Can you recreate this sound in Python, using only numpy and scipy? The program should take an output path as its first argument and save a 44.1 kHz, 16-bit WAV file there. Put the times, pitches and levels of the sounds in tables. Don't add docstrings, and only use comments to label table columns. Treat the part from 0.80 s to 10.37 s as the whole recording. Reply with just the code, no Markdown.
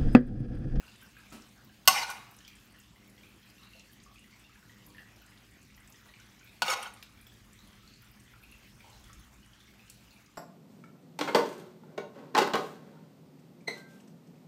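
import sys
import numpy as np
from scipy import signal
from scipy.fft import rfft, irfft
from scipy.io import wavfile
from scipy.ndimage import uniform_filter1d

SR = 44100
rng = np.random.default_rng(int(sys.argv[2]) if len(sys.argv) > 2 else 0)


def amplitude_ratio(level_db):
    exponent = np.asarray(level_db, float) / 20
    return 10 ** exponent


def master(y):
    cut = np.clip(np.atleast_2d(y).T, -1, 1)
    pcm = np.round(cut * 32767)
    wavfile.write(sys.argv[1], SR, pcm.astype(np.int16))


N = 422037


def unit_rms(x):
    return x / np.sqrt(np.mean(x ** 2) + 1e-20)


def table_at(points, hz):
    f, value = np.transpose(points)
    return np.interp(np.log(hz + 1), np.log(f + 1), value)


def add(mix, start_s, sound):
    part = mix[round(start_s * SR):][:len(sound)]
    part += sound[:len(part)]


def coloured(x, db_of_hz):
    gain = amplitude_ratio(db_of_hz(np.fft.rfftfreq(len(x), 1 / SR)))
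    return irfft(rfft(x) * gain, len(x))


def octaves_above_2k(hz):
    return np.log2((hz + 200) / 2000)


def resonance_db(hz, centre_hz, width_hz):
    return -20 * np.log10(1 + ((hz - centre_hz) / width_hz * 2) ** 2)


def swell_db(t):
    # centre in seconds, half width in seconds, rise in dB.
    swells = [
        (4.2, 0.34, 0),
        (4.9, 0.21, 6.5),
        (6.6, 0.43, 6.5),
        (7.6, 0.72, 4.5),
        (8.3, 0.26, 8.5),
        (9.6, 0.26, -9),
    ]
    return sum(db * np.exp(-((t - s) / half_width_s) ** 2) for s, half_width_s, db in swells)


def boil_db(t):
    # time in seconds, level in dB.
    vigour = [(0, 3), (.5, 2.5), (.95, -0.5), (1.65, 1.5), (2.05, -0.5), (2.9, 1.5), (3.1, -0.5), (4.1, 1),
              (4.85, 0), (5.2, 1.5), (6.3, 0.5), (7.3, 0), (8.2, 3), (8.65, -0.5), (9.25, 1.5),
              (9.57, -2.5)]
    return np.interp(t, *np.transpose(vigour))


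def air():
    # frequency in Hz, level in dB.
    air_spectrum = [(15, -28.5), (25, -2), (48, 0), (107, -5), (157, -8), (206, -6), (450, -16),
                    (772, -16.5), (1010, -15.5), (2470, -14), (4980, -21.5), (6010, -22.5), (10300, -32.5),
                    (12800, -26), (15900, -31)]
    frames = N // 256 + 5
    hz = np.fft.rfftfreq(1024, 1 / SR)[:, None]
    t = np.arange(N) / SR
    real, imag, patches = rng.standard_normal((frames, 513, 3)).T
    patches = unit_rms(uniform_filter1d(uniform_filter1d(patches, 14, 0), 12, 1))
    flicker_db = unit_rms(uniform_filter1d(rng.standard_normal(frames), 5))
    patch_db = np.where(hz > 500, 2.8, 1.6) * patches
    z = (real + 1j * imag) * amplitude_ratio(table_at(air_spectrum, hz) + patch_db + flicker_db * (hz > 3000))
    rumble_db = swell_db(t)
    bands = [(-72, rumble_db, 0, 90), (-66.5, 0.088 * rumble_db, 90, 400), (-64.5, boil_db(t), 400, SR)]
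    out = np.zeros(N)
    for db, change_db, low_hz, high_hz in bands:
        in_band = (hz >= low_hz) & (hz < high_hz)
        band = signal.istft(z * in_band, nperseg=1024, noverlap=768)[1][:N]
        out += unit_rms(band) * amplitude_ratio(db + change_db)
    return out


def hum():
    # frequency in Hz, level in dB.
    mains = [
        (100, -7),
        (200, 0),
        (300, -5),
        (400, -10),
        (500, -12),
    ]
    # frequency in Hz, width in Hz, level in dB.
    drone_modes = [
        (54.7, 20, -70),
        (115, 16, -69.5),
        (208, 38, -70),
    ]
    # start in seconds, length in seconds, rise in dB.
    motor_loads = [
        (2.15, 0.41, 7.4),
        (3.87, 0.425, 7.4),
    ]
    idle_db = -71
    t = np.arange(N) / SR
    waver = uniform_filter1d(rng.standard_normal((len(mains), N // 441 + 2)), 12, 1)
    lines = np.zeros(N)
    for (hz, db), w in zip(mains, waver):
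        waver_db = 4.1 * np.interp(t, np.arange(len(w)) / 100, w)
        lines += amplitude_ratio(db + waver_db) * np.sin(2 * np.pi * hz * t)
    noise = rng.standard_normal(N)
    drones = np.zeros(N)
    for hz, width_hz, db in drone_modes:
        drone = unit_rms(coloured(noise, lambda f: resonance_db(f, hz, width_hz)))
        drones += amplitude_ratio(db + 45 / hz * swell_db(t)) * drone
    load_db = sum(db * np.clip(np.minimum(t - s, s + length_s - t) / 0.068, 0, 1)
                  for s, length_s, db in motor_loads)
    return amplitude_ratio(idle_db + load_db) * lines + drones


def pop(hz, cycles, rise):
    u = np.arange(round(4 * cycles / hz * SR)) / SR * hz / cycles
    tone = np.sin(2 * np.pi * cycles * (u + rise * u ** 2 / 2))
    return tone * (1 - np.exp(-u * 6)) * np.exp(-u * 1.32)


def spit(hz, narrow_db):
    t = np.arange(600) / SR
    hiss = coloured(rng.standard_normal(600), lambda f: -abs(narrow_db * np.log2((f + 50) / hz)))
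    return unit_rms(hiss) * amplitude_ratio(-60 * t / 0.033) * np.minimum(t / 0.000098, 1)


def burst(db, hz, cycles, luck):
    climb_per_s = 0.22
    out = np.zeros(SR // 5)
    add(out, 0, amplitude_ratio(db - 8) * pop(hz, cycles, 0.029))
    add(out, 0, amplitude_ratio(db - 23) * spit(1.6 * hz, 32))
    for late, off in luck:
        wait_s = 0.006 + 0.1 * late ** 1.5
        follower_hz = hz * (0.92 + 0.17 * off + climb_per_s * wait_s)
        add(out, wait_s, amplitude_ratio(db - 13.5 - 45 * wait_s) * pop(follower_hz, 0.8 * cycles, 0.037))
    return out


def scatter(count, db, spread_db):
    when, size, share = rng.random((count, 3)).T
    s = when * N / SR
    size_db = spread_db * np.minimum(-np.log(1 - size), 2.5)
    return zip(s, db + 1.1 * boil_db(s) + size_db, share)


def simmer():
    # start in seconds, peak in dB, pitch in Hz.
    small_bubbles = [(0.08, -36.5, 2670), (0.466, -41, 2350), (1.606, -40, 2950), (1.649, -34.5, 3120),
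                     (1.679, -41, 2328), (2.378, -44, 2030), (2.38, -43.5, 3200), (2.434, -37, 2324),
                     (2.63, -43, 3160), (2.832, -37.5, 3880), (2.934, -37, 2720), (3.358, -39.5, 2470),
                     (3.641, -42.5, 3500), (5.338, -37.5, 2300), (5.674, -38, 2400), (8.631, -45, 2870),
                     (3.131, -43, 3070), (6.467, -37.5, 3300), (6.79, -38, 3840), (8.733, -41, 3130),
                     (7.077, -40, 4300), (7.138, -38.5, 4400), (7.627, -42, 2450), (7.722, -36.5, 2650),
                     (8.005, -39, 2310), (8.242, -40, 3360), (8.13, -42.5, 4000), (8.805, -43, 3440),
                     (8.994, -41, 2460), (9.308, -41.5, 4280), (2.781, -42, 2650), (2.665, -43, 2450),
                     (2.985, -40, 2600), (6.873, -43, 3230), (7.478, -45, 3060), (6.52, -46, 1682),
                     (7.46, -45.5, 1948), (5.63, -40.5, 2340), (6.375, -43, 2310)]
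    lower_bubbles = [(0.031, -41, 1470), (0.223, -40, 1486), (0.367, -35.5, 1590), (1.946, -42.5, 1800),
                     (2.82, -48, 1127), (3.262, -40, 1150), (3.695, -44.5, 1250), (3.757, -41, 1640),
                     (3.895, -38, 1880), (4.074, -47.5, 1015), (4.147, -38, 1780), (4.183, -34, 1744),
                     (4.25, -46, 1840), (4.418, -43.5, 1440), (4.445, -46, 1480), (4.481, -46.5, 1775),
                     (4.978, -39, 1940), (5.144, -42.5, 1860), (5.287, -41, 1870), (5.396, -42.5, 1460),
                     (5.611, -41.5, 1470), (6.163, -44, 1220), (7.537, -39.5, 1347), (8.296, -44, 1175),
                     (0.765, -51, 740), (2.16, -44, 2006), (3.442, -40.5, 1954), (3.528, -39.5, 2100),
                     (4.521, -43, 1993), (7.03, -44.5, 1260), (3.827, -44.5, 1470)]
    froth = [(0.068, -48, 4650), (0.118, -51.5, 3620), (0.222, -50, 1560), (0.241, -52.0, 2750),
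             (0.373, -46, 2440), (0.518, -45.5, 1300), (0.895, -50, 1620), (1.68, -46, 2440),
             (1.784, -52.5, 2527), (1.986, -51.0, 2760), (2.035, -51, 3360), (2.056, -58.0, 4650),
             (2.872, -49, 2700), (2.963, -49.5, 4250), (3.096, -52.5, 1687), (3.383, -47.5, 2874),
             (3.511, -50.5, 4450), (3.647, -47, 2667), (4.103, -49.5, 4390), (4.182, -37.5, 1730),
             (4.421, -54, 2850), (4.521, -65, 1974), (4.746, -53.0, 2330), (4.852, -56, 4210),
             (4.871, -56, 2330), (5.152, -55.5, 1900), (5.214, -51, 1894), (5.291, -48.5, 3790),
             (5.338, -47.5, 2840), (5.695, -51, 2520), (6.225, -52, 2300), (6.226, -56, 3550),
             (6.389, -52, 3270), (6.403, -47.5, 2320), (6.522, -55, 4650), (6.93, -49, 3100),
             (7.075, -48, 4080), (7.23, -57, 1380), (7.349, -57, 2370), (7.371, -55.5, 1710),
             (7.636, -45, 2500), (8.295, -48, 1300), (8.629, -53.5, 2950), (8.803, -48, 3530),
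             (8.877, -49, 2150), (9.079, -49.5, 2930), (9.08, -51, 4050), (9.363, -48.5, 2300)]
    for rows, cycles, lift_db in ((small_bubbles, 10.5, 0), (lower_bubbles, 9.5, 0), (froth, 11, 6)):
        if rows is small_bubbles:
            out = np.zeros(N)
        for (s, db, hz), luck in zip(rows, rng.random((len(rows), 5, 2))):
            add(out, s, burst(db + lift_db, hz, cycles, luck))
    for s, db, share in scatter(count=60, db=-51.5, spread_db=1.16):
        add(out, s, burst(db, 1700 * 3.2 ** share, 3.4, rng.random((3, 2))))
    for s, db, share in scatter(count=800, db=-60, spread_db=2.0):
        add(out, s, amplitude_ratio(db) * pop(1100 * 4.5 ** share, 2.7, 0.034))
    for s, db, share in scatter(count=1400, db=-71, spread_db=0.05):
        add(out, s, amplitude_ratio(db) * spit(5000 * 2.6 ** share, 30))
    return out


def spitting():
    # start in seconds, peak in dB, pitch
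    # in Hz.
    spits = [(0.23, -45, 14400), (0.69, -56, 5780), (0.62, -43, 5530), (1.5114, -47, 13700),
             (1.5653, -44, 10300), (1.5875, -44, 6300), (1.6785, -40, 5500), (1.3, -47, 11000),
             (4.575, -44.5, 3900), (2.9955, -44.5, 5970), (3.005, -47, 3600), (2.7, -47, 4800),
             (3.2367, -45, 6760), (6.172, -46, 4000), (6.2265, -33, 2600), (4.947, -49.5, 5600),
             (5.002, -50, 8500), (5.1, -46, 13000), (5.158, -48, 5600), (4.0647, -42, 12700),
             (4.4625, -48, 8200), (4.9651, -48.5, 13000), (3.201, -46.5, 4400), (5.075, -45.5, 8000),
             (5.1232, -43.5, 6700), (5.4, -45.5, 5800), (6.138, -41, 9600), (6.2315, -43, 12200),
             (6.4121, -46, 10200), (6.4685, -45, 13500), (6.7312, -45.5, 7600), (7.2203, -47.5, 11800),
             (7.6333, -47.5, 12500), (7.7147, -46, 10800), (8.3308, -44, 6700), (9.099, -35.5, 7800),
             (9.0992, -44, 14000), (9.1, -46, 4400), (6.0273, -33, 9200), (6.028, -40, 2600),
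             (1.318, -39, 9500), (1.301, -33, 8600), (1.302, -41, 12500), (1.37, -49, 11000),
             (1.054, -44, 11800), (4.9, -46, 2200),
             (0.846, -47, 14640), (1.68, -45.5, 14400), (1.754, -47, 8100), (1.853, -52, 14600),
                   (1.989, -47.0, 14640), (2.0, -47, 7340), (2.276, -49.5, 14990), (2.298, -49.5, 11100),
                   (2.705, -52, 13050), (3.116, -53.5, 14810), (3.392, -47.5, 8440), (3.596, -49.5, 8620),
                   (4.418, -49, 14640), (4.711, -50.5, 8270), (5.643, -60, 15330), (6.731, -57.5, 14900),
                   (6.874, -51, 9900), (7.222, -51.0, 15330), (7.314, -47, 13610), (7.399, -46.5, 8000),
                   (8.099, -50, 7800), (8.239, -50, 8900), (8.333, -52, 6200), (8.395, -55.5, 15300),
                   (9.307, -57, 15330), (9.461, -47.5, 5600)]
    out = np.zeros(N)
    for s, db, hz in spits:
        add(out, s, amplitude_ratio(db - 9.5) * spit(hz, -db - 25.5 + hz / 800))
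    for s, db, share in scatter(count=30, db=-63.5, spread_db=2.5):
        add(out, s, amplitude_ratio(db) * spit(5500 * 2.6 ** share, 36))
    return out


def thud():
    # start in seconds, level in dB, pitch in Hz, t60 in seconds, smear in dB.
    thuds = [
        (0.522, -44.5, 248, 0.19, -5),
        (1.078, -31.5, 195, 0.053, -35.5),
        (5.88, -46, 560, 0.33, -30),
        (1.33, -56, 1152, 0.65, -1.5),
        (2.95, -65.5, 600, 0.11, -1),
        (5.255, -61, 770, 0.097, 0.5),
        (5.826, -44, 189, 0.088, -42),
        (8.04, -59, 840, 0.43, -8),
    ]
    width_share = 0.42
    t = np.arange(SR // 2) / SR
    out = np.zeros(N)
    noises = rng.standard_normal((len(thuds), len(t)))
    for (s, db, hz, t60_s, smear_db), noise in zip(thuds, noises):
        low = unit_rms(coloured(noise, lambda f: resonance_db(f, hz, width_share * hz)))
        smear = unit_rms(coloured(noise[::-1], lambda f: -4 * abs(octaves_above_2k(f) + 0.81)))
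        envelope = amplitude_ratio(db - 60 * t / t60_s) * np.minimum(t / 0.0024, 1)
        add(out, s, envelope * (low + amplitude_ratio(smear_db) * smear))
    return out


def blow(modes, crack_colour, db, bright_db, crack_db, crack_t60_s):
    t = np.arange(SR // 4) / SR
    ring = np.zeros(len(t))
    for k, (hz, mode_db, t60_s) in enumerate(modes):
        level_db = mode_db + bright_db * octaves_above_2k(hz) - 60 * t / t60_s
        ring += (-1) ** k * amplitude_ratio(level_db) * np.sin(2 * np.pi * hz * t)
    crack = unit_rms(coloured(rng.standard_normal(len(t)), lambda hz: table_at(crack_colour, hz)
                              + bright_db * octaves_above_2k(hz)))
    both = (ring + amplitude_ratio(crack_db - 60 * t / crack_t60_s) * crack) * np.minimum(t / 0.00055, 1)
    no_bass = signal.butter(3, 500, "high", fs=SR, output="sos")
    return amplitude_ratio(db) * signal.sosfilt(no_bass, both)


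def knocks():
    # start in seconds, strength in dB, brightness in dB per octave.
    rim_blows = [
        (1.0755, -1, 1.25),
        (1.0788, -5, 0.5),
        (1.0817, -3.5, 0.3),
        (1.0845, -10.5, -1),
    ]
    bottom_blows = [(1.054, -45, 1), (1.1861, -34, 6), (1.232, -29, 2), (1.301, -37, 7),
                    (5.8201, -9.5, -0.5), (5.8613, -30, 0), (5.8803, -25, 2), (5.901, -25, 5.5),
                    (5.9194, -25, -1), (5.935, -22, -1), (6.0282, -33, 0), (6.06, -33.5, -4)]
    # frequency in Hz, level in dB, t60 in seconds.
    rim_modes = [(760, -24.5, 0.12), (949, -20, 0.1), (1102, -7.5, 0.067), (1330, -12, 0.035),
                 (1490, -11.5, 0.082), (2040, -15.5, 0.12), (2570, -21, 0.086), (2730, -9.5, 0.037),
                 (2945, -6.5, 0.09), (3300, -22.5, 0.1), (3620, -25.5, 0.095), (3790, -18.5, 0.054),
                 (4340, -10.5, 0.04), (4750, -14, 0.054), (5518, -13.5, 0.05), (6070, -14, 0.055),
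                 (6078, -12, 0.04), (6470, -18, 0.062), (6280, -12, 0.042), (7400, -25.5, 0.07),
                 (8300, -20, 0.067), (8200, -13, 0.028), (8740, -14.5, 0.035), (8740, -19.5, 0.049),
                 (8450, -24.5, 0.072), (9340, -27.5, 0.05), (10100, -30, 0.057), (9500, -38.5, 0.14),
                 (11600, -32, 0.069), (12130, -20.5, 0.024), (11940, -21, 0.024), (13800, -22, 0.016),
                 (13000, -18.5, 0.033), (14600, -21, 0.016), (15300, -18, 0.03), (15900, -24, 0.039)]
    bottom_modes = [(800, -13, 0.06), (600, -19, 0.04), (950, -10, 0.072), (1090, -9, 0.068),
                    (1470, -1, 0.1), (2650, -16.5, 0.18), (2770, -9, 0.025), (2950, -12, 0.07),
                    (3050, -17, 0.06), (3270, -14, 0.11), (3591, -13, 0.048), (4410, -6, 0.062),
                    (4580, -13, 0.05), (5380, -13.5, 0.061), (6040, -20, 0.056), (6390, -26, 0.071),
                    (7235, -40, 5.0), (7800, -29, 0.053), (7860, -27, 0.038), (9360, -26.5, 0.043),
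                    (9846, -29, 0.037), (11100, -27, 0.067), (11870, -18, 0.03), (12840, -21.5, 0.02),
                    (13780, -45.5, 0.38), (15560, -27, 0.02), (11150, -20, 0.05)]
    more_rim_modes = [
        (11850, 0, 0.034),
        (759, 0, 0.15),
    ]
    # frequency in Hz, level in dB.
    rim_crack, bottom_crack = [
        [(71, -58), (120, -28.5), (384, -19.5), (1050, -1.5), (2140, -16.5), (2840, -3), (4020, -13), (5930, -3), (6980, -14.5), (8390, -9), (10700, -19.5), (11600, -10.5), (15800, -20.5)],
        [(180, -55), (300, -22.5), (950, -6), (1450, -10), (1890, -29), (2820, -4), (3860, -20), (4550, -7.5), (5030, -19), (5560, -17.5), (13600, -33.5), (15800, -30.5)],
    ]
    struck = rim_modes + [(hz, db - 11, t60_s) for hz, db, t60_s in more_rim_modes]
    rim = [(hz, db, 0.9 * min(t60_s, 0.12)) for hz, db, t60_s in struck]
    bottom = [(hz, db, 0.99 * min(t60_s, 0.09)) for hz, db, t60_s in bottom_modes]
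    out = np.zeros(N)
    for s, db, bright_db in rim_blows:
        add(out, s, blow(rim, rim_crack, db - 6.5, bright_db, crack_db=0.88, crack_t60_s=0.018))
    for s, db, bright_db in bottom_blows:
        add(out, s, blow(bottom, bottom_crack, db - 12, bright_db, crack_db=1.7, crack_t60_s=0.058))
    return out


def clicks(db, spread_db, per_s):
    size_db = db + spread_db * np.minimum(rng.exponential(1, SR), 2.5)
    return amplitude_ratio(size_db) * (rng.random(SR) < per_s / SR)


def rubbing(peaks):
    # frequency in Hz, level in dB.
    grit = [(150, -55.5), (250, -26), (450, -13), (720, -7), (813, 4.5), (1350, -8.5), (1470, -2),
            (1700, -12.5), (2300, -8), (3430, -10.5), (5390, -14.5), (15800, -27)]
    skip_decay = amplitude_ratio(-60 * np.arange(2000) / SR / 0.054)
    judder = signal.oaconvolve(clicks(0, 2.2, 73), skip_decay)[:SR]
    slips = rng.standard_normal(SR) * clicks(0, 2.7, 4500) * (1 + 0.25 * judder)
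    wander = uniform_filter1d(rng.standard_normal((len(peaks), 102)), 3, 1)
    rings = np.zeros(SR)
    for (hz, width_hz, db), w in zip(peaks, wander):
        wander_db = 6 * np.interp(np.arange(SR) / 441, np.arange(len(w)), w)
        b, a = signal.iirpeak(hz, hz / (width_hz + 5 + hz / 150), SR)
        ring = signal.lfilter(b, a, np.roll(slips, int(hz)))
        rings += amplitude_ratio(db + wander_db) * np.sqrt(width_hz) * unit_rms(ring)
    rough = unit_rms(coloured(slips, lambda hz: table_at(grit, hz)))
    rub = amplitude_ratio(-4) * rough + unit_rms(rings)
    low = signal.sosfiltfilt(signal.butter(4, 4000, fs=SR, output="sos"), rub)
    return unit_rms(low), unit_rms(rub - low)


def catch(db, hz):
    t60_1k_s, rise_s, trim_db = 0.062, 0.0021, -5
    t = np.arange(SR // 10) / SR
    pair = np.sin(2 * np.pi * hz * t) + 0.3 * np.sin(2 * np.pi * 1.03 * hz * t)
    decay_db = -60 * t / t60_1k_s * (hz / 1000) ** 0.31
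    return amplitude_ratio(db + trim_db + decay_db) * (1 - np.exp(-t / rise_s)) * pair


def drags():
    # time in seconds, level in dB.
    pressures = [
        [(1.09, -32), (1.108, -34.5), (1.16, -33.5), (1.236, -36.5), (1.262, -43), (1.31, -39.5), (1.34, -48), (1.44, -58.5), (1.56, -67)],
        [ (5.836, -44), (5.87, -36), (5.905, -31), (5.938, -32), (5.952, -42), (6.03, -43.5), (6.07, -47), (6.118, -57.5), (6.2, -66)],
    ]
    # frequency in Hz, width in Hz, level in dB.
    damped_modes = [
        [(793, 70, -2), (947, 40, -4), (1100, 50, -3), (1460, 40, -3.5), (1800, 67, -11.5), (2100, 82, -4), (2420, 100, -4.5), (2880, 71, -6), (3840, 39, -7.5), (4650, 41, -7), (5073, 30, -9), (5560, 60, -9), (5930, 60, -9), (6260, 65, -10), (7140, 80, -14), (8400, 80, -13), (9900, 120, -17), (11800, 200, -20), (13700, 61, -26)],
        [(1260, 44, 2), (1440, 35, 4.5), (1007, 70, -5), (1950, 70, -6.5), (2200, 120, -1.5), (2450, 80, -5.5), (2670, 180, -9), (3740, 78, -7), (3820, 110, -10), (4390, 140, -17), (777, 39, -4), (5400, 110, -5), (5850, 54, -2), (6680, 79, -2.5), (8400, 130, -11), (9300, 150, -10), (11140, 150, -13), (11900, 150, -10), (14900, 300, -19)],
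    ]
    # start in seconds, peak in dB, pitch in Hz.
    catches = [(1.126, -29.5, 6200), (1.127, -25, 4650), (1.131, -27.5, 5600), (1.143, -18, 1123),
               (1.149, -19.5, 2370), (1.16, -21.5, 820), (1.184, -22, 2050), (1.172, -25, 2950),
               (1.178, -28, 2350), (1.184, -20, 5230), (1.195, -31, 830), (1.218, -30, 4480),
               (1.225, -27, 870), (1.228, -36, 6540), (1.228, -22, 4150), (1.244, -26, 1460),
               (1.293, -26, 1460), (1.31, -28, 1460), (1.3, -29, 1103), (1.304, -37, 6276),
               (5.878, -36, 6890), (5.88, -20, 2830), (5.881, -19, 3620), (5.885, -29, 1460),
               (5.898, -18, 2260), (5.9, -38, 7490), (6.029, -35, 8400), (6.027, -30, 9300),
               (6.04, -38, 2200), (5.9, -33, 3270), (5.9, -18, 5400), (5.915, -24, 1460),
               (5.917, -26, 4390), (5.923, -23, 6350), (5.932, -32, 840), (5.934, -27, 3850),
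               (6.024, -50, 7270), (6.058, -32, 3130), (5.956, -24.5, 1067), (5.99, -34, 800),
               (6.027, -33, 3200), (6.058, -38, 2150), (6.055, -30.5, 1460), (6.071, -39, 6300),
               (6.073, -35, 1380)]
    out = np.zeros(N)
    for rows, peaks, treble_db in zip(pressures, damped_modes, (-6, -8.5)):
        s, db = np.transpose(rows)
        t = np.arange(s[0], s[-1], 1 / SR)
        low, high = (part[:len(t)] for part in rubbing(peaks))
        pressure_db = np.interp(t, s, db)
        treble = amplitude_ratio(treble_db + 0.35 * (pressure_db + 34.5))
        sound = amplitude_ratio(pressure_db) * (low + treble * high)
        add(out, s[0], sound * signal.windows.tukey(len(t), 0.05))
    for s, db, hz in catches:
        add(out, s, catch(db, hz))
    return out


def kitchen(x):
    # frequency in Hz, t60 in seconds.
    band_t60 = [(150, 0.13), (500, 0.57), (1500, 0.25), (4000, 0.47), (12000, 0.2)]
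    taps = np.zeros(SR // 2)
    at = np.arange(200, SR // 2 - 20, 20)
    taps[at + rng.integers(0, 20, len(at))] = rng.choice([-1., 1.], len(at))
    hz, t, z = signal.stft(taps, SR, nperseg=256)
    decay = amplitude_ratio(-60 * t / table_at(band_t60, hz)[:, None])
    tail = signal.istft(z * decay, SR, nperseg=256)[1]
    return signal.oaconvolve(x, tail / np.linalg.norm(tail))[:N]


def scene():
    room = air() + hum()
    stew, drops, far = simmer(), spitting(), thud()
    spoon = knocks() + drags()
    wet = kitchen(amplitude_ratio(-12.5) * spoon + amplitude_ratio(-3) * stew + amplitude_ratio(-6.5) * drops + amplitude_ratio(-1) * far)
    return (spoon + stew + drops + far + wet + room)[None]


def band_limit(x):
    return signal.sosfilt(signal.butter(12, 16570, fs=SR, output="sos"), x)


def record(dry):
    thin = signal.sosfilt(signal.butter(4, 36, "high", fs=SR, output="sos"), dry)
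    rounded = np.tanh(thin * 1.2) / 1.2
    low_pass = signal.firwin(511, 15800, window=("kaiser", 8), fs=SR)
    mix = signal.oaconvolve(rounded, low_pass[None], "same")
    return band_limit(mix)


dry = scene()
out = record(dry)
master(out)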